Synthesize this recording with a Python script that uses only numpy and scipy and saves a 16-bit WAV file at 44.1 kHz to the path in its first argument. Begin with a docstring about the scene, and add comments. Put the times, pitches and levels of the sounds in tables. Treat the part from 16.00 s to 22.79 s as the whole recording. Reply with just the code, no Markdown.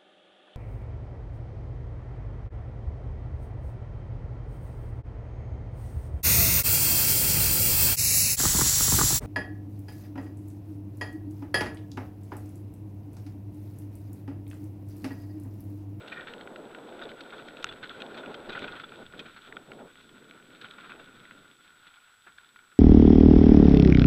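"""Wind rushes and tyres crunch as a mountain bike rolls down a damp, bumpy forest trail, heard from a
camera in a closed plastic case. Turbulent air swells and fades around the case, over the camera's
own hiss and thin whine. Bumps rattle the chain and frame, and flung grit ticks against the bike;
these contacts are coloured by the resonances of the case. Once, a stone strikes the case itself."""
import sys
import numpy as np
from scipy import signal
from scipy.fft import rfft, irfft, next_fast_len
from scipy.io import wavfile
from scipy.ndimage import uniform_filter1d, map_coordinates

SR = 44100
rng = np.random.default_rng(int(sys.argv[2]) if len(sys.argv) > 2 else 0)


def int16_out(signal):
    """Quantize to a 16-bit WAV file."""
    q = np.round(np.clip(np.atleast_2d(signal).T, -1, 1) * 32767)
    wavfile.write(sys.argv[1], SR, q.astype(np.int16))


N = 299439
T = np.arange(N) / SR


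def amp(db):
    """The decibel scale: 20 dB is a factor of ten in amplitude."""
    return 10 ** (np.asarray(db) / 20)


def unit(x):
    """Normalisation to an rms of 1."""
    return x / np.sqrt(np.mean(x ** 2) + 1e-20)


def along(points, hz):
    """Interpolation of (Hz, dB) points on a logarithmic frequency axis."""
    point_hz, point_db = np.transpose(points)
    return np.interp(np.log(hz + 1), np.log(point_hz + 1), point_db)


def level_curve(points):
    """Linear interpolation of (seconds, dB) points at every sample."""
    return np.interp(T, *np.transpose(points))


def swell(s, length):
    """A generalised Gaussian envelope, 1 at time s; an exponent above 2 flattens its top."""
    return np.exp(-np.abs(2 * (T - s) / length) ** 2.7)


def wobble(rate):
    """Smooth random modulation: a spline through rate knots a second."""
    return map_coordinates(rng.standard_normal(int(N * rate / SR) + 4), [T * rate])


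def coloured(x, gain_db):
    """Minimum-phase filtering: folding the cepstrum gives a causal filter of gain gain_db(hz)."""
    size = 2 * next_fast_len(len(x) // 2 + 4096)
    gain = amp(gain_db(np.fft.rfftfreq(size, 1 / SR)))
    cepstrum = irfft(np.log(gain + 1e-6))
    cepstrum[1:size // 2] *= 2
    cepstrum[size // 2 + 1:] = 0
    return irfft(rfft(x, size) * np.exp(rfft(cepstrum)))[:len(x)]


def noise(spectrum):
    """Spectral shaping of white noise, at an rms of 1."""
    return unit(coloured(rng.standard_normal(N), lambda hz: along(spectrum, hz)))


def grains(size, rate, spread_db):
    """A Poisson process: rate tiny impacts a second, of random sign and strength."""
    hits = rng.random(size) < rate / SR
    signs = rng.choice([-1, 1], size)
    strengths = amp(spread_db * np.clip(rng.standard_normal(size), -2, 2))
    return unit(hits * signs * strengths)


# Air flow, rising and falling with riding speed. 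Each row: time in seconds, relative level in dB.
AIR_FLOW = [(0, -50.5), (.3, -46.5), (.8, -46), (1.08, -42.5), (1.17, -51.5), (1.24, -46.5), (1.93, -50.5),
            (2.02, -43.5), (2.64, -44.5), (2.85, -54), (3.38, -63), (3.97, -63.5), (4.15, -57),
            (4.6, -56.5), (5.38, -59), (5.8, -74.5), (6.2, -82), (6.5, -73)]
# Gusts on top of the flow. Each row: peak time in seconds, length in seconds, relative level in dB,
# share of large eddies from 0 to 1.
GUSTS = [(0.058, 0.049, -47.5, .1), (2.313, .06, -44.5, 0.05), (2.496, 0.034, -41, 0.02),
         (2.637, 0.074, -43, .7), (2.936, 0.085, -50, 0.35), (3.007, 0.056, -46, 0.4),
         (3.195, .11, -46, 0.65), (3.551, 0.12, -49, 0.3), (3.714, 0.077, -48, 0.6), (3.815, .11, -46, .15),
         (4.981, 0.079, -50, 0), (5.37, 0.13, -61.5, .3), (6.288, 0.058, -67, 0.9)]
# Jolts that shove air against the case. Each row: peak time in seconds, length in seconds, level in dB.
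JOLTS = [(1.735, .05, -56), (2.292, .05, -60), (2.52, .08, -64), (2.615, .04, -56), (2.7, 0.037, -57),
         (3.14, 0.23, -62), (3.85, .05, -65), (5.1, .3, -70)]
# Spectra of the rush and the buffeting. Each row: frequency in Hz, relative level in dB.
RUSH_SPECTRUM = [(30, -37), (80, -23), (150, -9.5), (250, -1.5), (420, 1), (620, -2), (900, -9),
                 (1400, -17.5), (2500, -30), (5000, -62)]
BUFFET_SPECTRUM = [(10, -0.5), (28, -10.5), (60, -9.5), (110, -8), (250, -25), (800, -84)]
# Colouring of the rush by large eddies. Each row: frequency in Hz, relative gain in dB.
LARGE_EDDY_GAIN = [(60, 5), (120, 10), (210, 5.5), (380, -2), (700, -10)]
def wind():
    """Turbulence: slow flow sheds larger, deeper eddies; pressure on the case buffets and thumps."""
    flow_db = level_curve(AIR_FLOW)
    deep_below_db, transition_db = -52.5, 4
    power = amp(flow_db) ** 2
    large_power = power * (1 - np.tanh((flow_db - deep_below_db) / transition_db)) / 2
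    for s, length, db, share in GUSTS:
        gust = amp(db) ** 2 * swell(s, length)  # incoherent sources add in power
        power += gust
        large_power += np.clip(share, 0, 1) * gust
    large_eddies = unit(coloured(noise(RUSH_SPECTRUM), lambda hz: along(LARGE_EDDY_GAIN, hz)))
    small_eddies = noise(RUSH_SPECTRUM)
    air = np.sqrt(np.abs(power - large_power)) * small_eddies + np.sqrt(large_power) * large_eddies
    rush = amp(-1.51 + 1.7 * wobble(rate=45)) * air
    mean_flow_db = uniform_filter1d(10 * np.log10(power), SR)  # buffeting follows a one-second mean
    buffet = amp(-70.5 + 0.36 * (mean_flow_db + 50) + 3 * wobble(rate=14))
    thump_power = sum(amp(db) ** 2 * swell(s, length) for s, length, db in JOLTS)
    return rush + np.sqrt(buffet ** 2 + thump_power) * noise(BUFFET_SPECTRUM)


# Transmission of contact sound through the case. Each row: frequency in Hz, gain in dB.
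CASE_RESPONSE = [(100, -25.5), (500, -25.5), (950, -14), (1220, -8.5), (1350, 0.5), (1450, 4), (1650, -7),
                 (2100, -10.5), (2400, -9), (2950, -12), (3550, -8.5), (4200, -18.5), (5100, -34.5),
                 (9000, -50.5), (14000, -57)]
def contact(force, hardness, ring_hz, ring_db, width_hz):
    """Structure-borne sound: a force excites two inharmonic modes and is filtered by the case."""
    def resonance(hz, centre_hz, db):
        return amp(db) ** 2 / (1 + (2 * (hz - centre_hz) / width_hz) ** 2)

    def gain_db(hz):
        octaves = np.log2(np.clip(hz, 900, 6000) / 1440)
        tilt_db = hardness * octaves  # harder contacts are brighter
        modes = resonance(hz, ring_hz, ring_db) + resonance(hz, 1.29 * ring_hz, ring_db - 6)
        return along(CASE_RESPONSE, hz) + tilt_db + 10 * np.log10(0.5 + modes)

    return coloured(force, gain_db)


# Tyre noise, louder on rough ground. 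Each row: time in seconds, relative level in dB.
ROLLING = [(0, -53), (.22, -52), (.62, -60.5), (1.0, -52), (1.16, -53.5), (1.36, -51.5), (1.55, -55),
           (1.88, -52), (2.38, -54.5), (2.6, -46.5), (3.05, -56.5), (3.34, -52.5), (3.62, -60), (4.48, -59),
           (4.66, -53), (5.5, -59), (5.95, -58), (6.2, -60.5), (6.79, -62.5)]
# Crests that unload the tyres. Each row: centre time in seconds, length in seconds, dip in dB.
CRESTS = [(1.145, .05, 4), (1.81, 0.034, 5), (3.103, 0.044, 5), (5.57, 0.06, 5.5), (6.184, 0.095, 5)]
# Crackles of fine grit. Each row: resonance in Hz, hardness in dB per octave.
GRIT = [(2500, 0.5), (3500, 4)]
def tyres():
    """Granular noise: knobs crush wet dirt into a hollow crunch, a brighter spray and sparse crackles."""
    def dirt():
        return grains(N, rate=1000, spread_db=3) + 0.68 * rng.standard_normal(N)

    crunch = unit(contact(dirt(), hardness=-3.5, ring_hz=1430, ring_db=-12, width_hz=150))
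    spray = unit(contact(dirt(), hardness=8, ring_hz=3530, ring_db=-1.5, width_hz=800))
    grit = unit(sum(contact(grains(N, rate=16, spread_db=3), hardness, hz, ring_db=9, width_hz=700)
                    for hz, hardness in GRIT))
    crunch *= amp(-1 + 2.3 * wobble(rate=35))
    spray *= amp(-8.5 + 2.4 * wobble(rate=25))
    dip_db = sum(db * swell(s, length) for s, length, db in CRESTS)
    return amp(level_curve(ROLLING) - dip_db) * (crunch + spray + amp(-9.5) * grit)


# Spectrum of the preamplifier hiss. Each row: frequency in Hz, relative level in dB.
HISS_SPECTRUM = [(30, 9), (200, 3.5), (700, 9), (4000, 7.5), (7000, -0.5), (9000, 1.5), (11000, -1),
                 (15000, -1.5)]
def electronics():
    """Self-noise: preamplifier hiss and a thin whine whose phase reverses sixty times a second."""
    whine = np.sin(2 * np.pi * 7867.3 * T) * signal.square(np.pi * 60.07 * T)
    return amp(-68) * whine + amp(-69.5) * noise(HISS_SPECTRUM)


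# Bumps that shake the chain and frame. Each row: start in seconds, length in seconds, relative level
# in dB, hardness in dB per octave, resonance in Hz, resonance strength in dB.
BUMPS = [(.075, 0.012, -45.5, 8, 2820, 4), (0.117, 0.022, -39, 0.5, 1900, 18),
         (0.159, 0.079, -44, -3.5, 1835, 18), (0.269, 0.044, -47.5, 2, 1800, 7),
         (1.011, 0.019, -41, -3.5, 3720, 14), (1.032, .011, -46.5, 6.5, 3820, 13),
         (1.089, 0.013, -48, 4, 3020, 12), (1.205, 0.0086, -43, 6.5, 4340, 10),
         (1.322, 0.026, -43.5, -8.5, 3690, 12), (1.388, .015, -45, -9.5, 3620, 11),
         (1.625, 0.0074, -43, 10, 3720, 7), (1.666, 0.012, -43.5, 1, 2840, 9),
         (1.688, 0.0092, -38, 3, 3470, 13), (1.709, 0.013, -47, -5, 2900, 12),
         (1.826, 0.033, -40, -0.5, 4140, 5), (1.9, 0.02, -42, -5, 3400, 10),
         (2.001, 0.011, -45, 10, 2530, 14), (2.143, 0.013, -45.5, -2.5, 4280, 11),
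         (2.168, 0.034, -45, 3, 3580, 6), (2.229, 0.033, -45, -7.5, 2590, 7),
         (2.342, 0.0083, -39, 4, 3170, 7), (2.49, 0.019, -40, 3, 3860, 5), (2.519, 0.024, -42, 4, 2500, 8),
         (2.549, 0.025, -37, -5, 1940, 0), (2.572, 0.01, -35, -5, 2730, 6), (2.618, .013, -42, -3, 2250, 8),
         (2.64, 0.0098, -35.5, -1, 2620, 9), (2.676, 0.014, -39, -3.5, 2560, 5),
         (2.728, 0.023, -42.5, -13, 4070, 3), (2.761, 0.017, -43, -7, 3210, 16),
         (2.796, 0.0097, -39, 2.5, 2070, 7), (2.836, 0.01, -40, -5.5, 3430, 17.5),
         (3.191, 0.013, -39, 7, 2476, 11.5), (3.255, 0.013, -47.5, 2, 2360, 9),
         (3.363, 0.015, -48.5, -3.5, 4270, 18), (4.611, .014, -46, 6.5, 1660, 6),
         (4.643, 0.02, -45, -3, 3080, 9), (4.78, 0.036, -47.5, -6, 1790, 1),
         (4.832, 0.032, -49.5, -5.5, 3330, 6), (4.893, .039, -46, -6, 2570, 9),
         (4.992, 0.015, -49.5, -4, 2730, 11), (5.864, .019, -52, 1, 1650, 1),
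         (6.265, 0.032, -50, -6.5, 1700, 4), (6.714, .02, -58, -2, 1680, 5)]
# Spectrum of the frame's thud. Each row: frequency in Hz, relative level in dB.
THUD_SPECTRUM = [(30, -19), (120, 3.5), (280, 3.5), (700, -6), (2000, -45)]
def rattles():
    """Shock excitation: a bump sets off a dying flurry of contacts; metal rings and the frame thuds."""
    track, t = np.zeros(N), np.arange(SR // 5) / SR
    attack_s, thud_db = 0.0019, -15.5
    for s, length, db, hardness, ring_hz, ring_db in BUMPS:
        shake = (1 - np.exp(-t / attack_s)) * np.exp(-(t / length) ** 2)
        force = shake * (grains(len(t), rate=1300, spread_db=1.5) + 0.42 * rng.standard_normal(len(t)))
        flurry = contact(force, hardness, ring_hz, ring_db, width_hz=72)
        thud = coloured(shake * rng.standard_normal(len(t)), lambda hz: along(THUD_SPECTRUM, hz))
        rattle = unit(flurry) + amp(thud_db) * unit(thud)
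        add(track, s, amp(db - 1) * rattle * np.sqrt(length / t[-1]))  # energy grows with length
    return track


# Grit and small parts hitting the bike. Each row: start in seconds, peak level in dB,
# resonance in Hz, hardness in dB per octave.
GRIT_HITS = [(0.272, -31.5, 3420, -7), (.2838, -35, 1750, 0), (0.3372, -31, 1780, 4.5),
             (.4107, -37, 3300, 0), (0.4745, -31, 1960, -4), (.56, -32.5, 1820, 2),
             (0.7478, -33, 2500, -0.5), (1.1164, -35.5, 1950, 2), (1.485, -34.5, 1750, 8),
             (1.57, -35, 2650, 8), (1.7249, -32.5, 3000, 3), (1.895, -29.5, 3280, 5),
             (2.0202, -26, 2820, 5), (2.2602, -31.5, 2580, -1), (2.5928, -31.5, 2400, 14),
             (2.9203, -36, 2420, -4), (3.0644, -38.5, 3520, -4), (3.1373, -37, 1730, -11),
             (3.4775, -40.5, 2350, -7), (3.5246, -32, 2000, -3), (3.5674, -28, 2350, -5.5),
             (3.718, -34, 2200, 3.5), (3.956, -39, 2340, -2.5), (4.0926, -43, 3370, 0),
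             (4.3108, -34, 2260, 4.5), (4.711, -36, 1710, 4), (4.9198, -33.5, 2500, -2),
             (5.253, -39, 1980, 0), (5.31, -34, 2010, -2.5), (6.384, -36.5, 1720, 0),
             (6.5602, -39.5, 1810, -4), (6.5903, -43.5, 2360, -7)]
def ticks():
    """Impulse excitation: a sharp hit and a few milliseconds of scrape make the struck part ring."""
    track, t = np.zeros(N), np.arange(SR // 20) / SR
    scrape_t60_s = 0.014
    for s, db, ring_hz, hardness in GRIT_HITS:
        force = 0.34 * rng.standard_normal(len(t)) * amp(-60 * t / scrape_t60_s)
        force[0] += 1  # the hit itself
        tick = contact(force, hardness, ring_hz, ring_db=7.5, width_hz=360)
        add(track, s, amp(db) * tick / np.abs(tick).max())
    return track


# Modes of the plastic case. Each row: frequency in Hz, relative level in dB, 60 dB decay time in seconds.
CASE_MODES = [(1396, -2, 0.014), (2790, 1, 0.0065), (3500, -6, 0.0089), (5740, -8, 0.0041),
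              (6320, -4, 0.0033), (8240, -12.5, 0.0029), (11400, -21, 0.0026)]
def stone():
    """Free vibration: one stone strikes the case, whose modes ring as quickly damped sinusoids."""
    track, t = np.zeros(N), np.arange(SR // 20) / SR
    start_s, attack_s, peak_db = 1.6433, 0.0003, -15.5
    ring = sum(amp(db - 60 * t / t60) * np.sin(2 * np.pi * hz * t) for hz, db, t60 in CASE_MODES)
    ring *= 1 - np.exp(-(t / attack_s) ** 2)
    add(track, start_s, amp(peak_db) * ring / np.abs(ring).max())
    return track


def add(track, s, sound):
    """Delay and sum: a sound joins the track at s seconds."""
    part = track[max(round(s * SR), 0):][:len(sound)]
    part += sound[:len(part)]


def scene():
    """Superposition: all sources sum in a single channel."""
    return (wind() + tyres() + electronics() + rattles() + ticks() + stone())[None]


def record(dry):
    """Band limiting: the camera keeps nothing above its cutoff frequency."""
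    cutoff_hz = 15350
    size = next_fast_len(N + SR // 2)
    passband = np.fft.rfftfreq(size, 1 / SR) < cutoff_hz
    return irfft(rfft(dry, size) * passband, size)[:, :N]


dry = scene()
out = record(dry)
int16_out(out)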